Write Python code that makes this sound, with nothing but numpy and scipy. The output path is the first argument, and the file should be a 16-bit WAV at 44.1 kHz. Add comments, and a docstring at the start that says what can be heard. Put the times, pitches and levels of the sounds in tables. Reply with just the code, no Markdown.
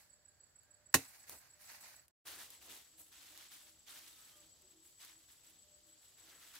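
"""One machete blow cuts a cassava root with noise bursts and damped modes; pulled roots scrape with soil grains.
After a brief near-silence a thin plastic bag rustles as grains and friction noise, and feet shift on the earth
as soft swells of noise. Crickets chirp in both places as sagging tones with a scattered tail, far birds pipe,
hoot and coo as sliding sines, and filtered noise makes the open air."""
import sys
import numpy as np
from scipy import signal
from scipy.fft import rfft, irfft, next_fast_len
from scipy.io import wavfile
from scipy.ndimage import map_coordinates

SR = 44100
rng = np.random.default_rng(int(sys.argv[2]) if len(sys.argv) > 2 else 0)


def waveform_to_disk(signal):
    """Save audio, clipped to [-1, 1], as 16-bit WAV at the path in sys.argv[1]."""
    frames = np.transpose(np.atleast_2d(signal))
    scaled = np.clip(frames, -1, 1) * 32767
    samples = np.round(scaled).astype(np.int16)
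    wavfile.write(sys.argv[1], SR, samples)


N = 290619
SLOPE_START_S = 2.2  # the setting passes from the cassava plant to the slope

# Spectrum of the finest crackle of soil and film. Each row: frequency in Hz, relative level in dB.
CRISP_SPECTRUM = [(3500, -27.5), (6500, -5.5), (8500, 1), (11000, 1), (15500, -1)]


def amp(db):
    """A level in decibels is twenty times the logarithm of an amplitude ratio; this inverts it."""
    return 10 ** (np.asarray(db) / 20)


def unit(x):
    """Normalisation by the root mean square gives every signal the same power, 1."""
    return x / np.sqrt(np.mean(x ** 2) + 1e-20)


def clock():
    """Sampling at equal intervals: the time of each sample in seconds."""
    return np.arange(N) / SR


def wobble(rate):
    """Slow random modulation: a smooth curve through normal random knots, rate knots a second."""
    knots = rng.standard_normal(int(N * rate / SR) + 4)
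    return map_coordinates(knots, [clock() * rate])


def colour(x, points):
    """Minimum-phase filtering: a causal response of power gain 1 shaped by (Hz, dB) points."""
    size = 8192
    f, db = np.transpose(points)
    log_hz = np.log(np.fft.rfftfreq(size, 1 / SR) + 1)
    gain = unit(amp(np.interp(log_hz, np.log(f), db)))
    # folding the cepstrum onto positive time makes the response causal
    cepstrum = irfft(np.log(np.maximum(gain, 1e-6)))
    cepstrum[1:size // 2] *= 2
    cepstrum[size // 2 + 1:] = 0
    response = irfft(np.exp(rfft(cepstrum)))
    return signal.fftconvolve(x, response[None], axes=1)[:, :N]


def shaped(x, gain):
    """Zero-phase filtering: the spectrum is multiplied by a gain that depends on frequency."""
    size = next_fast_len(N + SR // 2)
    hz = np.fft.rfftfreq(size, 1 / SR)
    return irfft(rfft(x, size) * gain(hz), size)[:, :N]


def spread(pair, side_db):
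    """Middle-side stereo: the side signal is added on the left and subtracted on the right."""
    side = amp(side_db) * pair[1]
    return np.array([pair[0] + side, pair[0] - side])


def noise(side_db):
    """White noise has equal power at all frequencies; here in stereo, with a middle of rms 1."""
    return spread(rng.standard_normal((2, N)), side_db)


def pan(db):
    """Intensity stereo: left and right gains share a level difference equally."""
    return amp(db * np.array([[.5], [-.5]]))


def from_right(x):
    """Frequency-dependent level difference: the left is weaker mostly in the middle band."""
    # Each row: frequency in Hz, left minus right in dB.
    left_right_db = [(300, -0.5), (600, -3.5), (1000, -4), (1500, -9.5), (2400, -7.5), (3500, 2.5),
                     (4600, 4), (7000, -3.5), (10000, 2), (15000, -3.5)]
    f, db = np.transpose(left_right_db)
    return shaped(x, lambda hz: pan(np.interp(np.log(hz + 1), np.log(f), db)))


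def decay(s, t60):
    """Exponential damping: an envelope jumps to 1 at s and falls 60 dB in t60 seconds."""
    age = clock() - s
    return (age >= 0) * amp(-60 * np.clip(age / t60, 0, 3))


def swells(rows):
    """Gaussian contact pulses: soft bell-shaped pushes from (s, level dB, width s) rows."""
    return sum(amp(db) * np.exp(-.5 * ((clock() - s) / width) ** 2) for s, db, width in rows)


def crackle(rate, size_db, bed_db, side_db):
    """Poisson micro-fracture: random ticks, a few much larger, modulate noise over a friction bed."""
    sizes_db = size_db * np.minimum(rng.exponential(size=N), 4)
    ticks = (rng.random(N) < rate / SR) * amp(sizes_db)
    # the energy of each tick falls by a factor e in 0.53 ms
    energy = signal.lfilter([1], [1, -np.exp(-1 / (0.00053 * SR))], ticks ** 2)
    envelope = unit(np.sqrt(np.abs(energy)))
    return noise(side_db) * unit(envelope + amp(bed_db))


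def pips(rate, size_db, centre_hz, cycles):
    """Granular resonance: each stereo grain rings for a few cycles at a pitch of its own; rms 1."""
    count = int(rate * N / SR)
    when, pitch, size, phase, place = rng.random((count, 5)).T[:, :, None]
    hz = centre_hz * 4 ** (pitch - .5)  # within an octave either way
    k = np.arange(96)
    turns = hz * k / SR
    ringing = np.exp(-turns / cycles) * np.sin(2 * np.pi * (turns + phase))
    grains = amp(-size_db * np.log(0.044 + size)) * ringing
    at = (when * N).astype(int) + k
    sides = [np.bincount(at.ravel(), (grains * share).ravel(), N)[:N] for share in (place, 1 - place)]
    return unit(np.array(sides))


def strokes(rows, span, rest_db, rest_fine_db, attack_s, t60):
    """Power addition: coarse and fine loudness of movements that swell, hold and die over a stir."""
    t = clock()
    stir = amp(rest_db) * (t > span[0]) * (t < span[1])
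    power = np.array([stir, stir * amp(rest_fine_db)]) ** 2
    for start, hold, db, fine_db in rows:
        on = slice(*np.searchsorted(t, [start - attack_s, start + attack_s + hold + t60]))
        age = t[on] - start
        rise = .5 + .5 * np.tanh(2 * (2 * age / attack_s - 1))
        fall_db = 60 * np.maximum(age - attack_s - hold, 0) / t60
        move = rise * amp(db - fall_db)
        power[:, on] += np.array([move, move * amp(fine_db)]) ** 2
    return np.sqrt(power)


def notes(calls, blur):
    """Frequency glides: rounded calls slide linearly in pitch, their phase blurred by distance."""
    t, out = clock(), np.zeros(N)
    for start, length, hz, fall_hz, db in calls:
        on = slice(*np.searchsorted(t, [start, start + length]))
        age = t[on] - start
        phase = 2 * np.pi * age * (hz - fall_hz * age / length / 2)
        swell = np.sqrt(2 * np.abs(np.sin(np.pi * age / length)))
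        out[on] += amp(db) * swell * np.sin(phase + blur[on])
    return out


def air():
    """Broadband ambience: filtered noise murmurs and hisses, with resonance bands of far insects."""
    # Air at the cassava plant. Each row: frequency in Hz, relative level in dB.
    plant_spectrum = [(15, -32.5), (30, -16), (65, -3.5), (100, -2.5), (150, -8.5), (220, -14.5),
                      (400, -16.5), (590, -12), (800, -16.5), (1200, -19.5), (1700, -14.5), (2400, -23.5),
                      (4000, -29.5), (7000, -39), (10000, -56)]
    # Air on the slope. Each row: frequency in Hz, relative level in dB.
    slope_spectrum = [(15, -41), (30, -11.5), (75, -2.5), (120, -6.5), (190, -12), (420, -12.5), (600, -13),
                      (850, -18), (1500, -24.5), (2200, -45), (3100, -15.5), (3900, -18), (7000, -15.5),
                      (10000, -27)]
    # Distant insects. Each row: centre in Hz, bandwidth in Hz, level in dB.
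    insect_bands = [(4560, 380, -87), (7100, 380, -85), (7680, 200, -83)]
    at_plant = amp(-78.5) * from_right(colour(noise(side_db=-5.0), plant_spectrum))
    on_slope = amp(-75.0) * colour(noise(side_db=-5.5), slope_spectrum)
    murmur = np.where(clock() < SLOPE_START_S, at_plant, on_slope) * amp(.8 * wobble(3.4))
    hiss_spectrum = [(1000, -14.5), (5000, -0.5), (9000, -5.0), (15500, -6)]
    hiss = amp(-81.0) * colour(noise(side_db=2), hiss_spectrum)

    def band_gain(f):
        """Resonance curves: each band peaks at its centre and falls off on both sides."""
        return sum(amp(db) * unit(1 / (1 + (2 * (f - hz) / width) ** 2)) for hz, width, db in insect_bands)

    insects = shaped(noise(side_db=1), band_gain) * amp(2.4 * wobble(22.0))
    return murmur + hiss + insects


def roots():
    """Granular friction: after a dying rustle, roots scrape through soil, rootlets tick, crumbs fall."""
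    # A dying rustle at the start, then tugs on the roots. Each row: start in seconds,
    # hold in seconds, scrape level in dB, crumbs over scrape in dB.
    drag_rows = [(-.05, 0.0025, -66.5, -2), (.95, 0.014, -57.5, -2.5), (1.02, 0.025, -65.5, 2),
                 (1.1, 0.063, -67.5, -0.5), (1.255, 0.031, -59.5, 2.5), (1.39, .03, -73, -8),
                 (1.578, .05, -63, 0), (1.665, 0.041, -59.5, -1.5), (1.785, 0.058, -60, -2.5),
                 (1.89, 0.015, -70.5, 2)]
    # Scraped soil. Each row: frequency in Hz, relative level in dB.
    soil_spectrum = [(60, -21.5), (250, -4.5), (400, -13), (750, -2.5), (1200, -9), (1890, -1.5),
                     (2600, -2.5), (3300, -7), (4200, 1.5), (7000, -1), (9100, -33)]
    # loose soil trickles between tugs; the soil resists each tug, then settles
    drag, crumbs = strokes(drag_rows, span=(1.0, 2.06), rest_db=-74.5, rest_fine_db=-2.5,
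                           attack_s=.045, t60=0.43)
    grit = crackle(rate=1900, size_db=1.0, bed_db=0.5, side_db=1.0)
    grit = grit + .7 * pips(rate=990, size_db=-1.5, centre_hz=1800, cycles=1.7)
    scrape = drag * amp(1.5 * wobble(50)) * unit(colour(grit, soil_spectrum))
    fine = crackle(rate=1700, size_db=3.5, bed_db=-0.5, side_db=0.0)
    return scrape + crumbs * colour(fine, CRISP_SPECTRUM)


def crickets():
    """Stridulation: each wing stroke is a short tone sagging in pitch as it ends; leaves scatter it."""
    # Bouts of song. Each row: start in seconds, end in seconds, chirp period in seconds,
    # pulses per chirp, pulse spacing in seconds, base pitch in Hz, relative level in dB,
    # left minus right in dB.
    bouts = [ (0.107, 0.95, .1522, 2, .031, 7790, -60, -7), (1.053, 2.1, .1522, 2, .032, 7770, -60.5, -5),
             (0.015, 2.1, .1515, 2, .034, 7790, -73, -5), (2.392, 6.59, .1524, 2, .032, 7745, -65.5, 3),
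             (2.35, 4.4, .1525, 4, .038, 7700, -68, 3), (2.3, 6.59, .1493, 4, .036, 7650, -76, 0),
             (4.47, 6.59, .1524, 4, .0305, 7745, -67, 6)]
    stroke_s, scatter_t60 = .02, .15  # one sweep of the wings; how long the leaves hold a note
    song, t = np.zeros((2, N + SR)), np.arange(SR // 40) / SR
    stroke = np.clip(t / stroke_s, 0, 1)
    for start, end, period, pulses, spacing, hz, db, pan_db in bouts:
        chirps = np.arange(start, end, period)
        centres = np.add.outer(chirps, np.arange(round(pulses)) * spacing).ravel()
        for s, (loud, sharp) in zip(centres, rng.standard_normal((len(centres), 2))):
            pitch = hz + 14 * sharp + 25 - 260 * stroke ** 5
            tone = np.sin(np.pi * stroke) * np.sin(2 * np.pi * np.cumsum(pitch) / SR)
            first = max(round((s - .0115) * SR), 0)
            song[:, first:][:, :len(t)] += amp(db + 2.0 + .5 * loud) * pan(pan_db) * tone
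    song = song[:, :N]
    leaves = rng.standard_normal((2, SR // 4)) * decay(0, scatter_t60)[:SR // 4]
    scatter = signal.fftconvolve(song, leaves / np.linalg.norm(leaves[0]), axes=1)[:, :N]
    scatter_gain = np.where(clock() < SLOPE_START_S, amp(-15), amp(-5.5))
    return song + scatter_gain * scatter


def far_birds():
    """Propagation over distance: piping, hoots, coos and slurs waver in phase and level."""
    # A second, higher caller. Each row: start in seconds, length in seconds, relative level in dB.
    coo_rows = [(0, 0.43, -86.5), (0.651, 0.27, -83), (1.451, .6, -83.5), (3.302, .17, -82),
                (3.619, 0.14, -82), (3.9, 0.15, -80), (4.323, .14, -78), (4.58, 0.19, -85.5),
                (5.618, 0.38, -80.5)]
    # Single slurred calls. Each row: start in seconds, length in seconds, start pitch in Hz,
    # fall in Hz (negative rises), relative level in dB.
    slur_rows = [(3.853, .07, 3650, 30, -70), (4.02, .3, 1315, 45.5, -82), (4.11, 0.074, 3690, 40, -71),
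                 (4.281, 0.14, 1260, 80, -78.5), (4.31, 0.062, 3090, -130, -73),
                 (4.602, 0.31, 375, 18, -80.5), (4.689, 0.2, 311, -22, -77.5)]
    # calls: start s, length s, start Hz, fall Hz, relative level dB
    piping = [(.24 + k * .38, 0.19, 1622, 18, -84.5) for k in range(4)]
    # the hoots slowly lose pace
    period_s, slowing_s = .337, .004
    hoots = [(2.24 + k * (period_s + k * slowing_s / 2), .18, 323, 7.2, -81.5) for k in range(12)]
    coos = [(start, length, 598, 8, db) for start, length, db in coo_rows]
    calls = [*hoots, *coos, *piping, *slur_rows]
    return notes(calls, blur=.45 * wobble(40)) * amp(2.3 * wobble(28))


def snaps():
    """Brittle fracture: rootlets snap and creases pop as dry cracks, each with a short noise tail."""
    # Each row: time in seconds, relative level in dB.
    snap_rows = [(0.634, -65), (1.2957, -43.5), (1.719, -51), (1.8088, -56), (1.966, -58), (2.0819, -52.5),
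                 (2.5043, -47.5), (3.376, -47), (3.9888, -53), (4.081, -56), (4.621, -61.5), (5.0488, -49),
                 (6.2627, -65), (6.2964, -63), (6.5533, -55)]
    blows = sum(amp(db + 3) * decay(s, t60=.005) + amp(db - 7) * decay(s, t60=.035) for s, db in snap_rows)
    return colour(blows * noise(side_db=-3), [(200, -4), (1300, 1), (4000, 2), (9000, 7), (15500, 8.5)])


def chop():
    """Impact and modal damping: fibres split in bursts, root and blade ring, the hillside answers."""
    # The blade grazes, enters, splits the root and drives through. Each row: time in seconds,
    # relative level in dB, 60 dB decay in seconds.
    cut_bursts = [(0.9275, -60, .02), (0.9408, -28, .03), (0.9423, -19, .012), (0.943, -24, .045),
                  (0.9458, -24, .008), (0.949, -28, .02), (0.9516, -22, .008), (0.955, -35, .12)]
    # The splitting root. Each row: frequency in Hz, relative level in dB.
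    wood_spectrum = [(120, -17.5), (250, -8.5), (400, -12), (650, -11), (900, -7.5), (1300, -9.5),
                     (1800, -5.5), (2600, -5), (3280, -12), (3900, -5), (5200, -8.5), (6300, -3),
                     (9500, -7), (15500, -10.5)]
    # Modes of root, stem and blade. Each row: frequency in Hz, level in dB, 60 dB decay in seconds.
    modes = [(118, -37, 0.13), (148.15, -28.5, 0.012), (240, -32.5, 0.04), (269.6, -30.5, 0.14),
             (458, -39, .12), (777, -38.5, 0.12), (1080, -23, 0.045), (1740, -24, 0.022),
             (1870, -20, 0.026), (1843, -29, 0.06), (2120, -36.5, .045), (2630, -35.5, 0.11),
             (2900, -28.5, .05), (4660, -37, 0.057)]
    strike = .9423  # the edge cracks the root (s)
    shove = strike + .005  # the heavy stem moves only once the blade has bitten in

    bursts = sum(amp(db) * decay(s, t60) for s, db, t60 in cut_bursts)
    click = signal.unit_impulse((1, N), (0, round(strike * SR)))
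    edge = colour(click, [(150, -15), (1500, 2), (3300, -8), (7000, 0), (11000, -9), (15500, -20)])
    fibres = colour(bursts * noise(side_db=-2.5), wood_spectrum)
    split = amp(-0.36) * fibres + amp(-7.5) * edge

    ring, rough = np.zeros(N), 0.32 * wobble(120)
    for hz, db, t60 in modes:
        start = shove if hz < 400 else strike
        age = np.maximum(clock() - start, 0)
        swell = 1 - np.exp(-age * hz / 1.1)  # each mode builds up in about one cycle
        ring += amp(db) * swell * decay(start, t60) * np.sin(2 * np.pi * hz * age + rough)

    thud_spectrum = [(35, -30.5), (70, -3), (130, -0.5), (200, -5.5), (290, -1.0), (600, -10), (1500, -38.5)]
    thud = colour(noise(side_db=-22.5) * amp(-35.5) * decay(shove, t60=.13), thud_spectrum)
    echo = colour(noise(side_db=-0.5) * amp(-46.5) * decay(shove, t60=0.29), wood_spectrum)
    return split + ring + thud + echo


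def bumps():
    """Heavily damped contact: loose earth and dry litter swell and fade without ringing."""
    # Roots and feet on the earth. Each row: centre in seconds, level in dB, width in seconds.
    bump_rows = [(1.333, -62.5, 0.022), (2.321, -68, 0.12), (2.714, -68, 0.055), (3.01, -72, 0.017),
                 (3.358, -77, 0.041), (3.97, -82, .05), (6.3, -77.5, 0.093)]
    # Each row: frequency in Hz, relative level in dB.
    earth_spectrum = [(35, -46), (70, 0.5), (140, -14), (300, -2.5), (800, -5), (1600, -16.5)]
    # Litter scuffed by feet and a lifted root. Each row: centre in seconds, level in dB,
    # width in seconds.
    scuff_rows = [(2.315, -60.5, 0.053), (2.41, -60.5, .02), (3.96, -67.5, 0.027), (6.33, -66.5, 0.028),
                  (6.47, -68.5, 0.07), (6.56, -64.5, 0.019)]
    # Each row: frequency in Hz, relative level in dB.
    litter_spectrum = [(200, -18), (700, -14), (1200, -3.5), (1700, 0), (2600, -6.5), (5000, -17),
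                       (10000, -12)]
    earth = colour(swells(bump_rows) * noise(side_db=-16), [*earth_spectrum, (5000, -47)])
    scuff = swells(scuff_rows) * crackle(rate=300, size_db=4.0, bed_db=6, side_db=-15)
    return earth + colour(scuff, litter_spectrum)


def bag():
    """Buckling of a thin film: it rustles as it flexes, and small creases flip in dense swarms."""
    # The bag is shaken, opened, passed over, lifted and filled. Each row: start in seconds,
    # hold in seconds, rustle level in dB, crinkle over rustle in dB.
    flex_rows = [(2.24, 0.049, -59, 3), (2.362, 0.015, -59, 2.5), (2.475, 0.028, -68, 3),
                 (2.59, 0.035, -67.5, 3), (2.655, 0.077, -63, 2.5), (2.96, 0.0072, -72.5, 12),
                 (3.095, 0.32, -66, 0), (3.49, 0.021, -63, 2.5), (3.58, 0.066, -71, 2),
                 (3.85, 0.087, -61.5, 0), (3.99, 0.082, -68.5, 3.5), (4.13, 0.11, -69.5, 2.5),
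                 (4.28, .1, -74.5, 2), (4.66, 0.0095, -87.5, 11.5), (4.815, 0.022, -79, 11),
                 (4.975, 0.065, -65, 0.5), (5.15, .01, -79.5, 5), (5.265, 0.021, -73.5, 5),
                 (5.415, .04, -73.5, 4), (5.835, .015, -82, 7.5), (5.99, 0.055, -76.5, 3.5),
                 (6.155, 0.17, -69.5, -0.5), (6.385, 0.083, -68, 0.5), (6.515, 0.009, -63.5, -2)]
    # The plastic film. Each row: frequency in Hz, relative level in dB.
    film_spectrum = [(100, -29.5), (300, -3), (480, -15.5), (750, -5), (1200, -3), (1700, -6.5),
                     (2400, -5.5), (3400, -0.5), (5000, -1.5), (7000, -1.5), (9100, -17.5)]
    # the film tightens, then relaxes; it stirs faintly between flexes
    rustle, crinkle = strokes(flex_rows, span=(2.25, 6.59), rest_db=-80, rest_fine_db=0.5,
                              attack_s=0.043, t60=0.4)
    flutter = amp(0.89 * wobble(45))
    rustle = rustle * amp(0.59 * wobble(25))
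    crinkle = crinkle * amp(.7 * wobble(60))
    folds = crackle(rate=1000, size_db=2.0, bed_db=5, side_db=-2.5)
    folds = folds + .7 * pips(rate=1800, size_db=2.5, centre_hz=3085, cycles=2.1)
    creases = crackle(rate=700, size_db=1.5, bed_db=2.0, side_db=1.0)
    creases = creases + .5 * pips(rate=1300, size_db=4.5, centre_hz=8040, cycles=1.6)
    return flutter * (rustle * colour(folds, film_spectrum) + crinkle * colour(creases, CRISP_SPECTRUM))


def scene():
    """Superposition: the pressures of all sources in the field add."""
    cassava = from_right(chop() + roots())
    return air() + cassava + crickets() + far_birds() + snaps() + bumps() + bag()


def record(dry):
    """Gain and band limiting: the level drops to near-silence and returns; a steep low-pass acts."""
    # Each row: time in seconds, gain in dB.
    fade_points = [(0, 0), (1.99, 0), (2.06, -4), (2.11, -12), (2.125, -70), (2.235, -70), (2.256, 0),
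                   (6.59, 0)]
    top_hz = 15750
    s, db = np.transpose(fade_points)
    faded = dry * amp(np.interp(clock(), s, db))
    return shaped(faded, lambda hz: 1 / (1 + (hz / top_hz) ** 120))


dry = scene()
out = record(dry)
waveform_to_disk(out)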